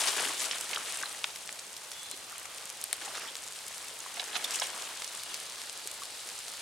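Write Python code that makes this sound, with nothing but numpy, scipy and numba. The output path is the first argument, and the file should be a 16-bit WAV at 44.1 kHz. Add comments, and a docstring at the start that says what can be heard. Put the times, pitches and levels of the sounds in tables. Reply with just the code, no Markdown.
"""Birds foraging in dry leaf litter, close to a stereo pair of microphones on a quiet forest floor.
Their feet rake and scuff the leaves, which buckle in clouds of tiny ticks and keep ticking as they
settle. Stalks snap, knocked twigs ring and dragged stems rasp, with a slight echo from the trunks.
Far off, other birds whistle faintly over the steady hush of the woods."""
import sys
import numpy as np
from scipy import signal
from scipy.fft import rfft, irfft, next_fast_len
from scipy.io import wavfile
from scipy.ndimage import uniform_filter1d
from numba import njit

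SR = 44100
rng = np.random.default_rng(int(sys.argv[2]) if len(sys.argv) > 2 else 0)


def generate_wav(signal):
    """Clip the signal to [-1, 1] and save it as 16-bit WAV at the path in sys.argv[1]."""
    frames = np.transpose(np.atleast_2d(signal))
    scaled = np.clip(frames, -1, 1) * 32767
    pcm = np.round(scaled).astype(np.int16)
    wavfile.write(sys.argv[1], SR, pcm)


N = 291501
TIME = np.arange(N) / SR


def undb(db):
    """Decibels to gain."""
    return 10 ** (np.asarray(db) / 20)


def unit(x):
    """Scale to rms 1."""
    return x / np.sqrt(np.mean(x ** 2) + 1e-20)


def curves(table):
    """Each column after the first as a line through time."""
    times, *columns = np.transpose(table)
    return [np.interp(TIME, times, column) for column in columns]


def place(pan_db):
    """Left and right gains at constant power; pan_db is left minus right."""
    gains = undb(np.array([[.5], [-.5]]) * pan_db)
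    return gains / np.sqrt(np.mean(gains ** 2, axis=0))


def colour(x, points):
    """Filter x along a curve of (freq_hz, gain_db) points."""
    hz, db = np.transpose(points)
    size = next_fast_len(N, real=True)
    bins_hz = np.maximum(np.fft.rfftfreq(size, 1 / SR), 1)
    gain = undb(np.interp(np.log(bins_hz), np.log(hz), db))
    return irfft(rfft(x, size) * gain, size)[..., :N]


def band(x, low_hz, high_hz, order=2):
    """Causal band-pass."""
    high = min(high_hz, .45 * SR)
    low = min(low_hz, .92 * high)
    return signal.sosfilt(signal.butter(order, [low, high], "band", fs=SR, output="sos"), x)


def spread(pair, side_db):
    """Middle and side to left and right."""
    return pair[0] + undb(side_db) * pair[1] * np.array([[1], [-1]])


def walk(rate_hz):
    """A smooth random wander of rms 1."""
    step = int(SR / rate_hz)
    held = np.repeat(rng.standard_normal(N // step + 1), step)
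    return unit(uniform_filter1d(held, step)[:N])


def add(out, start_s, x):
    """Mix x into out from start_s on."""
    i = max(int(start_s * SR), 0)
    out[:, i:i + x.shape[1]] += x[:, :max(N - i, 0)]


# The hush all around the microphones: freq_hz, gain_db
HUSH_COLOUR = [(25, -24), (50, -22), (70, -3), (180, -4.5), (300, -6.5), (480, 2), (850, 3.5), (1800, -0.5),
               (3000, 0.5), (5000, 0), (9000, -2.5), (12200, -8), (16000, -18)]
# A soft hiss in the distance that swells late: time_s, level_db
FAR_HISS = [(0, -83), (4.0, -59), (4.9, -58), (5.3, -52), (5.7, -53), (6.05, -52), (6.35, -52.5),
            (6.61, -53)]


def woods(hush_db=-49, hum_hz=70, hum_db=-87.5):
    """Steady hush, its lows nearly alike left and right, with a faint hum and a hiss far away."""
    middle, side = rng.standard_normal((2, N))
    side = colour(side, [(60, -26), (250, -12.5), (1000, -7.5), (4000, -2.5), (8000, -4), (13000, -41)])
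    hush = unit(colour(spread([middle, side], 0), HUSH_COLOUR)) * undb(hush_db + 0.094 * walk(3.5))
    hum = unit(np.sin(2 * np.pi * hum_hz * TIME)) * undb(hum_db + 2 * walk(7.5))
    hiss = unit(band(spread(rng.standard_normal((2, N)), -10.5), 3630, 4980))
    return hush + hum + hiss * undb(curves(FAR_HISS)[0] + walk(11))


def trunk_echo(x, t60_s):
    """The surrounding trunks scatter sound back as a diffuse tail."""
    t = np.arange(SR) / SR
    echo = band(rng.standard_normal((2, SR)), 200, 6000, order=1) * undb(-60 * t / t60_s)
    return signal.oaconvolve(x, echo / np.sqrt(np.sum(echo ** 2) / 2), axes=1)[:, :N]


# Bird notes from far off in the trees: start_s, length_s, start_hz, end_hz, level_db
WHISTLES = [(1.925, 0.028, 3330, 3440, -44), (1.948, 0.04, 3500, 3500, -49),
            (1.975, 0.032, 3500, 3500, -42), (2.02, 0.075, 3480, 3470, -51), (2.045, .03, 4090, 4120, -48),
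            (2.108, 0.028, 4120, 4060, -44), (2.16, 0.28, 1150, 1200, -55.5), (2.42, 0.2, 1196, 1155, -58),
            (5.23, .11, 2824, 3060, -48), (5.26, 0.11, 3190, 3520, -50)]


def far_birds(waver_hz=45, trim_db=-4):
    """Thin, quivering whistles, smeared on their way through the trees."""
    out, quiver = np.zeros((2, N)), walk(170)
    for start_s, length_s, start_hz, end_hz, level_db in WHISTLES:
        progress = np.linspace(0, 1, int(length_s * SR))
        glide_hz = start_hz + (end_hz - start_hz) * progress
        pitch_hz = glide_hz + waver_hz * quiver[int(start_s * SR):][:len(progress)]
        note = np.sin(np.pi * progress) * np.sin(2 * np.pi * np.cumsum(pitch_hz) / SR)
        add(out, start_s, note * undb(level_db) * place(0))
    return undb(trim_db) * (out + trunk_echo(out, t60_s=0.84))


# Twigs knocked nearby, dead centre: start_s, pitch_hz, t60_s, level_db
TWIG_KNOCKS = [(.132, 990, 0.017, -25), (.189, 1670, 0.035, -29), (.221, 1190, .018, -29),
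               (.304, 1100, .025, -28), (0.309, 376, 0.033, -37), (.511, 3050, 0.011, -28),
               (0.513, 5450, .04, -28.5), (0.544, 3780, 0.024, -28), (.7325, 2160, 0.02, -27),
               (0.7598, 3220, 0.015, -21), (0.773, 1290, 0.0083, -15), (0.9725, 8600, .009, -25),
               (1.0331, 1580, 0.012, -18.5), (1.034, 1190, 0.025, -27), (1.042, 4080, 0.021, -33),
               (1.058, 4050, 0.018, -26), (1.2425, 1450, 0.014, -23), (1.2426, 3750, 0.012, -23),
               (1.2427, 910, 0.016, -25.5), (1.917, 5630, .04, -42), (2.139, 380, 0.021, -34.5),
               (2.327, 1350, 0.015, -33), (2.454, 2330, .018, -35), (2.8398, 8400, 0.011, -25),
               (2.9289, 1990, 0.011, -28), (2.93, 4190, 0.0083, -21), (3.077, 800, 0.031, -29.5),
               (3.105, 1200, .016, -39), (3.159, 1390, 0.01, -31), (3.211, 2430, 0.014, -32),
               (3.255, 1900, .016, -35), (4.062, 1060, 0.01, -23), (4.172, 700, 0.13, -38.5),
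               (4.2, 738, 0.094, -37.5), (4.196, 3910, 0.036, -28), (4.356, 736, 0.16, -40),
               (4.445, 3570, 0.023, -21), (4.599, 5500, 0.03, -26), (4.6203, 1040, 0.024, -23),
               (4.621, 720, 0.026, -28), (4.624, 1430, 0.013, -23.5), (4.623, 3350, 0.013, -26),
               (5.856, 400, 0.02, -31.5), (6.019, 1135, 0.047, -34.5)]


def twigs(grit=0.29):
    """A knocked twig rings in one short mode, a little rough where it rubs on the leaves."""
    out, t = np.zeros((2, N)), np.arange(SR // 10) / SR
    for start_s, pitch_hz, t60_s, level_db in TWIG_KNOCKS:
        rub = unit(band(rng.standard_normal((2, len(t))), 1.06 * pitch_hz, 1.26 * pitch_hz))
        ring = np.sin(2 * np.pi * pitch_hz * t) + grit * rub
        envelope = (1 - np.exp(-t * pitch_hz)) * undb(-60 * t / t60_s)
        add(out, start_s, ring * envelope * undb(level_db))
    return out


# Stems dragged over dry leaves close by: start_s, length_s, start_hz, end_hz, level_db
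STEM_DRAGS = [(3.072, 0.26, 5340, 5430, -51), (3.12, 0.072, 4030, 3700, -48),
              (3.277, 0.03, 3260, 3400, -44), (4.334, 0.044, 3750, 3910, -40),
              (4.347, 0.036, 1306, 1146, -41.5), (4.534, 0.023, 2895, 2760, -39),
              (4.623, 0.037, 3085, 3290, -39.5), (4.728, 0.19, 1290, 1145, -51.5)]


def stems(slips_per_s=700, relative_width=0.15, side_db=-9):
    """A dragged stem sticks and slips; each slip rings a resonance that moves with the contact point."""
    out = np.zeros((2, N))
    for start_s, length_s, start_hz, end_hz, level_db in STEM_DRAGS:
        progress = np.linspace(0, 1, int(length_s * SR))
        chance, phase = rng.random((2, 2, SR // 2))[..., :len(progress)]
        slips = (chance < slips_per_s / SR) * np.exp(2j * np.pi * phase)
        ring = signal.lfilter([1], [1, -np.exp(-np.pi * relative_width * start_hz / SR)], slips)
        pitch_hz = start_hz + (end_hz - start_hz) * progress
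        rasp = np.imag(ring * np.exp(2j * np.pi * np.cumsum(pitch_hz) / SR))
        rasp = unit(spread(band(rasp, start_hz / 2, start_hz * 2), side_db))
        swell = np.sqrt(np.abs(np.sin(np.pi * progress)))
        add(out, start_s, rasp * swell * undb(level_db))
    return out


# Quick scuffs of a foot near the microphones: start_s, length_s, level_db, low_hz, high_hz, pan_db
FOOT_SCUFFS = [(0.071, 0.019, -26.5, 1800, 8450, 4), (.076, 0.02, -35, 300, 2200, 6),
               (0.433, 0.033, -37, 2190, 8690, 11), (0.515, 0.018, -39, 1910, 5510, -8),
               (0.735, 0.0083, -37, 1800, 4500, -7), (3.016, 0.008, -44, 1450, 9540, 4),
               (3.047, 0.016, -39.5, 6510, 9530, 3.2), (4.167, 0.0099, -38, 900, 3400, -6),
               (4.193, 0.016, -38.5, 2560, 4080, -7), (4.352, 0.019, -33, 1740, 4900, -8),
               (4.366, 0.013, -37, 8000, 12000, 0), (4.446, 0.012, -41, 3440, 8500, -3),
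               (4.514, 0.022, -39, 3110, 8340, 5), (4.537, 0.021, -36, 5560, 9000, 5),
               (4.616, 0.0083, -31, 2500, 4200, -8), (4.641, 0.015, -47, 2700, 9100, -0.8),
               (5.353, 0.013, -46, 2890, 10120, -2)]


def scuffs(attack_s=0.0019, tail_s=0.0066, rough_db=6, side_db=-7):
    """A foot tears through many leaves at once: a short, ragged burst."""
    out, t = np.zeros((2, N)), np.arange(SR // 10) / SR
    for start_s, length_s, level_db, low_hz, high_hz, pan_db in FOOT_SCUFFS:
        noise = spread(rng.standard_normal((2, len(t))), side_db)
        ragged = noise * undb(rough_db * (2 * rng.random(len(t)) - 1))
        burst = band(band(ragged, low_hz, high_hz, order=1), 250, 9100)
        press = np.minimum(t / attack_s, 1) * np.exp(-np.maximum(t - 0.78 * length_s, 0) / tail_s)
        add(out, start_s, unit(burst) * press * undb(level_db) * place(pan_db))
    return out


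# Stalks and twigs snapping at close range: start_s, level_db, low_hz, high_hz, splinter_db, pan_db
STALK_SNAPS = [(0.0164, -34, 3710, 8800, -6, 2), (0.019, -33, 2200, 8500, -8, 2),
               (0.066, -33, 2200, 8800, -12, 4), (.1719, -40, 3100, 8900, -4, 1),
               (0.2073, -33, 5000, 9000, -3, 3), (.318, -41, 6000, 9500, -9, 2),
               (.329, -47, 2500, 6500, -7, 4), (0.443, -34, 4800, 8500, -5, 4),
               (0.584, -37, 4500, 9000, -4, 0), (0.693, -38, 5000, 9000, -4, 0),
               (0.512, -30.5, 2730, 4200, -11, -2), (0.533, -34.5, 1410, 3450, -7, 8),
               (0.61, -31.5, 5340, 10130, 2, -3), (0.7322, -31, 1800, 4130, 4, -5),
               (0.76, -33, 2700, 3900, -1, -3), (.7122, -37, 2600, 11900, -4, -5),
               (0.747, -36, 5300, 9100, -6, -3), (0.9236, -38.5, 3400, 10600, -6, 2),
               (1.0139, -43, 2700, 10800, -6, 1), (0.973, -37.5, 8200, 9340, -13, -1),
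               (1.027, -36, 3990, 6800, -10, 4), (1.2425, -26.5, 2150, 3300, -4, 3),
               (1.2418, -34, 4300, 6600, -1, 3), (1.3598, -38, 1790, 9500, 0, 0),
               (1.492, -36, 1800, 3600, -14, 8), (1.5269, -38.5, 5800, 8800, -11, -3),
               (1.5942, -39, 4900, 7700, -4, -2), (1.7661, -39, 2600, 9530, 6, -1),
               (1.917, -37.5, 3040, 9460, 1, -1), (2.1136, -35, 5830, 10500, -16, 8),
               (2.3815, -38.5, 6840, 11090, -5, -1), (2.4537, -41, 1100, 2620, 10, 14),
               (2.4546, -42, 7200, 9000, 9, 10), (2.583, -42.5, 2700, 9600, -10, 6),
               (2.6556, -40.5, 6040, 10700, -10, -2), (2.6942, -42, 4400, 8400, -6, 4),
               (2.701, -36.5, 4000, 9500, -2, -2), (2.8145, -37, 6000, 11800, -11, 0),
               (2.8263, -43, 3000, 5300, -6, 0), (2.8409, -31.5, 8600, 11700, -15, 0),
               (2.8401, -39.5, 3000, 5800, -6, 0), (2.929, -24.5, 8400, 10400, -8, 4),
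               (2.9291, -32.5, 1600, 4460, -1, 2), (2.9293, -37.5, 430, 1300, -6, 2),
               (3.3544, -35.5, 1640, 8530, -7, 3), (3.3668, -40, 6400, 8520, -7, -2),
               (3.437, -40.5, 6000, 8760, 3, 3.6), (3.4658, -45, 3900, 9000, -6, 1),
               (3.6661, -41.5, 5600, 9500, -6, 4), (3.682, -39, 7380, 10230, -8, 6),
               (3.7808, -40, 4200, 9800, -6, -4), (3.8833, -40, 5700, 11500, -13, 4),
               (4.2414, -38, 5600, 8500, -7, 6), (4.003, -37.5, 5720, 7250, 6, 0),
               (4.1973, -32.5, 2700, 4200, 2, -11), (4.354, -32, 1100, 3700, 15, -11),
               (4.3633, -32.5, 2200, 3600, -5, -9), (4.4425, -32, 3400, 10500, -2, -5),
               (4.4462, -33, 2000, 9800, 2, -3), (4.5082, -32, 4780, 9000, -1, -3),
               (4.543, -34, 7400, 9800, 2, 9), (4.5585, -30, 6570, 9100, -5.5, 5),
               (4.5885, -36, 3900, 5100, 4, -7), (4.5986, -31, 5380, 9600, 0, 1),
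               (4.6197, -32, 800, 1700, 8, -4), (4.67, -37, 6500, 9500, 2, 0),
               (4.821, -36.5, 3340, 8530, 5, 0), (4.9726, -41, 4000, 7200, -4, 2),
               (5.021, -35, 1300, 7000, -7, 0), (5.044, -35, 4250, 9000, 4, -4),
               (5.077, -37.5, 5600, 7200, 2, -1), (5.1502, -40, 7600, 9600, -10, 2),
               (5.173, -39, 6540, 9000, 2, -1), (5.2353, -37.5, 5490, 10560, -13, -1),
               (5.342, -32, 2840, 10500, 9, 2), (5.4984, -41.5, 4800, 8900, -6, 1),
               (5.6172, -38, 2090, 8820, -7, -2), (5.6968, -36, 3500, 7250, -6, 4.5),
               (5.8743, -33.5, 5590, 10000, -16, 0), (5.9143, -38, 5800, 10200, -3, 0),
               (6.0354, -38, 3800, 9500, -6, 1), (6.2734, -42, 7000, 10400, -6, 1),
               (6.2895, -38.5, 3400, 7600, -6, 0), (6.3898, -39, 6800, 8900, -6, -4),
               (6.4819, -38, 4700, 8100, -6, -3)]


def snaps(splinter_s=0.0023, bounce_s=.00012, bounce_gain=.45, side_db=-7):
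    """A stalk breaks in one sharp pulse that bounces off the ground; its fibres splinter just after."""
    out, t = np.zeros((2, N)), np.arange(SR // 25) / SR
    pulse = 1. * (t == 0)
    to_5_ms = np.sqrt(.005 / t[-1])  # a snap holds the energy of 5 ms at level_db
    for start_s, level_db, low_hz, high_hz, splinter_db, pan_db in STALK_SNAPS:
        delay = 2 + int(bounce_s * SR * rng.uniform(0.45, 2.4))
        snap = unit(band(pulse - bounce_gain * np.roll(pulse, delay), low_hz, high_hz, order=1))
        noise = spread(rng.standard_normal((2, len(t))), side_db)
        fibres = noise * np.exp(-t / splinter_s) * (1 - np.exp(-t / 0.0009))
        crack = snap + undb(splinter_db) * unit(band(fibres, low_hz, high_hz, order=1))
        # a thick twig has no fine fibres, so its treble ends sooner
        crack = band(crack, 390, min(1.33 * high_hz, 13000), order=3)
        add(out, start_s, unit(crack) * to_5_ms * undb(level_db) * place(pan_db))
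    return out


@njit
def buckle(onsets, pitch_hz, left, right, flutter_s, noise, relative_width):
    """Each tick of a buckling leaf is a pulse and a dying flutter sent through its own band-pass."""
    out = np.zeros((2, N))
    for j in range(len(onsets)):
        tuning = np.tan(np.pi * pitch_hz[j] / SR)
        fade = np.exp(-1 / (flutter_s[j] * SR))
        length = min(int(4 * flutter_s[j] * SR + 3 * SR / pitch_hz[j]), N - onsets[j])
        for channel in range(2):
            band_state, low_state = 0., 0.
            flutter = np.sqrt(2 / (flutter_s[j] * SR))
            gain = left[j] if channel == 0 else right[j]
            for i in range(length):
                drive = flutter * noise[channel, (997 * j + i) % N] + (i == 0)
                tick = band_state + tuning * (drive - low_state)
                tick /= 1 + tuning * (tuning + relative_width)
                band_state = 2 * tick - band_state
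                low_state += 2 * tuning * tick
                flutter *= fade
                out[channel, onsets[j] + i] += gain * tick
    return out


def leaves(ticks_per_s, size_db, low_hz, high_hz, width, scatter_db, flutter_s, side_db,
           ticks_per_leaf=1, crunch_s=.004):
    """A cloud of leaves, mostly tiny, a few large; each gives way at its own pitch and place."""
    per_leaf = rng.random((int(ticks_per_s * N / SR / ticks_per_leaf), 4))
    when, pitch, size, where = np.repeat(per_leaf, ticks_per_leaf, axis=0).T
    sign, hold, lag = rng.random((len(when), 3)).T
    strength = np.sign(sign - .5) * undb(size_db * np.minimum(-np.log(1 - size), 4))
    left, right = strength * place(scatter_db * (2 * where - 1))
    pitch_hz = np.minimum(low_hz * (high_hz / low_hz) ** pitch, .4 * SR)
    noise = spread(rng.standard_normal((2, N)), side_db)
    onsets = (when * N + lag * crunch_s * SR).astype(np.int64) % N
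    return buckle(onsets, pitch_hz, left, right, flutter_s * (.5 + hold), noise, float(width))


def stroke(start_s, length_s, settle_s, attack_s=0.0077):
    """One stroke of a foot: it gains speed, holds, and the leaves come to rest."""
    rise = np.clip((TIME - start_s) / attack_s, 0, 1)
    return rise * np.exp(-np.clip((TIME - start_s - length_s) / settle_s, 0, 20))


# The litter stirring between strokes, a little left of centre: time_s, bed_db, top_db
LITTER_STIR = [(0, -38.5, -36), (0.65, -48, -42), (0.82, -44, -43.5), (1.12, -48, -44.5),
               (1.35, -53, -48.5), (1.7, -55.5, -53), (1.95, -52.5, -49.5), (2.25, -52.5, -52),
               (2.5, -50.5, -52), (2.85, -52.5, -50.5), (3.55, -52.5, -50), (4.05, -51, -47.5),
               (4.45, -43, -44), (5.0, -48.5, -45), (5.7, -52, -48.5), (6.61, -51.5, -45.5)]
# Feet raking the litter in front of the microphones: start_s, length_s, bed_db, top_db, pan_db
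FOOT_STROKES = [(-0.02, 0.019, -38, -28.5, 6), (0.05, 0.062, -41.5, -36, 7),
                (0.16, 0.091, -35.5, -36.5, 4.5), (0.39, 0.059, -40.5, -35.5, 3),
                (0.51, 0.051, -47, -54, 0), (0.695, 0.056, -44, -44.5, 2), (0.85, 0.12, -50, -42.5, 4),
                (0.98, 0.041, -46.5, -48, 5), (3.005, 0.099, -45.5, -49, 0), (3.14, 0.089, -44.5, -48, -2),
                (3.66, 0.18, -56.5, -49, 2), (4.15, 0.07, -49.5, -59, 1), (4.33, 0.021, -46, -56, -1),
                (4.511, 0.054, -50, -40, 2), (4.62, 0.017, -49, -39.5, 0), (4.72, 0.097, -47.5, -52, 3),
                (5.28, 0.04, -49, -51, 2)]


def raking(bed_settle_s=0.082, top_settle_s=0.043, stir_pan_db=1.3):
    """Left and right strength of the deep bed and the dry top: strokes add power to the stirring."""
    bed, top = ((undb(db) * place(stir_pan_db)) ** 2 for db in curves(LITTER_STIR))
    for start_s, length_s, bed_db, top_db, pan_db in FOOT_STROKES:
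        bed += (undb(bed_db) * place(pan_db) * stroke(start_s, length_s, bed_settle_s)) ** 2
        top += (undb(top_db) * place(pan_db) * stroke(start_s, length_s, top_settle_s)) ** 2
    return np.sqrt(bed), np.sqrt(top)


# The dull crunch of the deep leaf bed, heard close: freq_hz, gain_db
BED_COLOUR = [(60, -8), (140, -15), (330, -5), (700, 0), (1400, 0.5), (3200, -1.5), (5200, -11),
              (9200, -21), (16000, -40)]
# The bright crinkle of the dry top leaves, heard close: freq_hz, gain_db
TOP_COLOUR = [(1000, -7.5), (3000, -0.5), (5600, -2.5), (8800, 1), (10700, -3.5), (12700, -13),
              (16000, -18)]


def rustle():
    """Underfoot the bed crunches, the top crinkles and brittle leaves crackle; loose ones tick on."""
    bed, top = raking()
    crunch = leaves(ticks_per_s=5600, size_db=2.5, low_hz=163, high_hz=9500, width=0.51,
                    scatter_db=5.5, flutter_s=0.0016, side_db=-8, ticks_per_leaf=3)
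    crinkle = leaves(ticks_per_s=5400, size_db=2, low_hz=2340, high_hz=16400, width=0.61,
                     scatter_db=-0.5, flutter_s=0.0015, side_db=-4.5, ticks_per_leaf=3)
    crackle = leaves(ticks_per_s=170, size_db=4, low_hz=3500, high_hz=11500, width=1,
                     scatter_db=6, flutter_s=0.00042, side_db=-9)
    settling = leaves(ticks_per_s=420, size_db=5, low_hz=3850, high_hz=15400, width=0.99,
                      scatter_db=-1, flutter_s=0.001, side_db=-19)
    return (unit(colour(crunch, BED_COLOUR)) * bed * undb(0.3)
            + unit(colour(crinkle, TOP_COLOUR)) * top
            + unit(colour(crackle, TOP_COLOUR)) * top * undb(-10.5)
            + unit(colour(settling, TOP_COLOUR)) * undb(-51))


def microphone_pair(x):
    """Two closely spaced microphones hear long waves nearly alike."""
    middle, side = (x[0] + x[1]) / 2, (x[0] - x[1]) / 2
    narrowing = [(125, -19), (250, -12), (500, -7), (1000, -1.5), (5000, -1), (9000, -0.5), (13000, -8)]
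    return spread([middle, colour(side, narrowing)], 0)


def scene():
    """The litter up close with a slight forest echo; behind it, the far birds and the hush."""
    litter = rustle() + snaps() + scuffs() + stems() + twigs()
    echo = undb(-17) * trunk_echo(litter, t60_s=0.61)
    return microphone_pair(litter + echo) + far_birds() + woods()


def record(dry):
    """The recorder cuts off steeply above 16 kHz."""
    return signal.sosfilt(signal.ellip(10, .2, 70, 16000, fs=SR, output="sos"), dry)


dry = scene()
out = record(dry)
generate_wav(out)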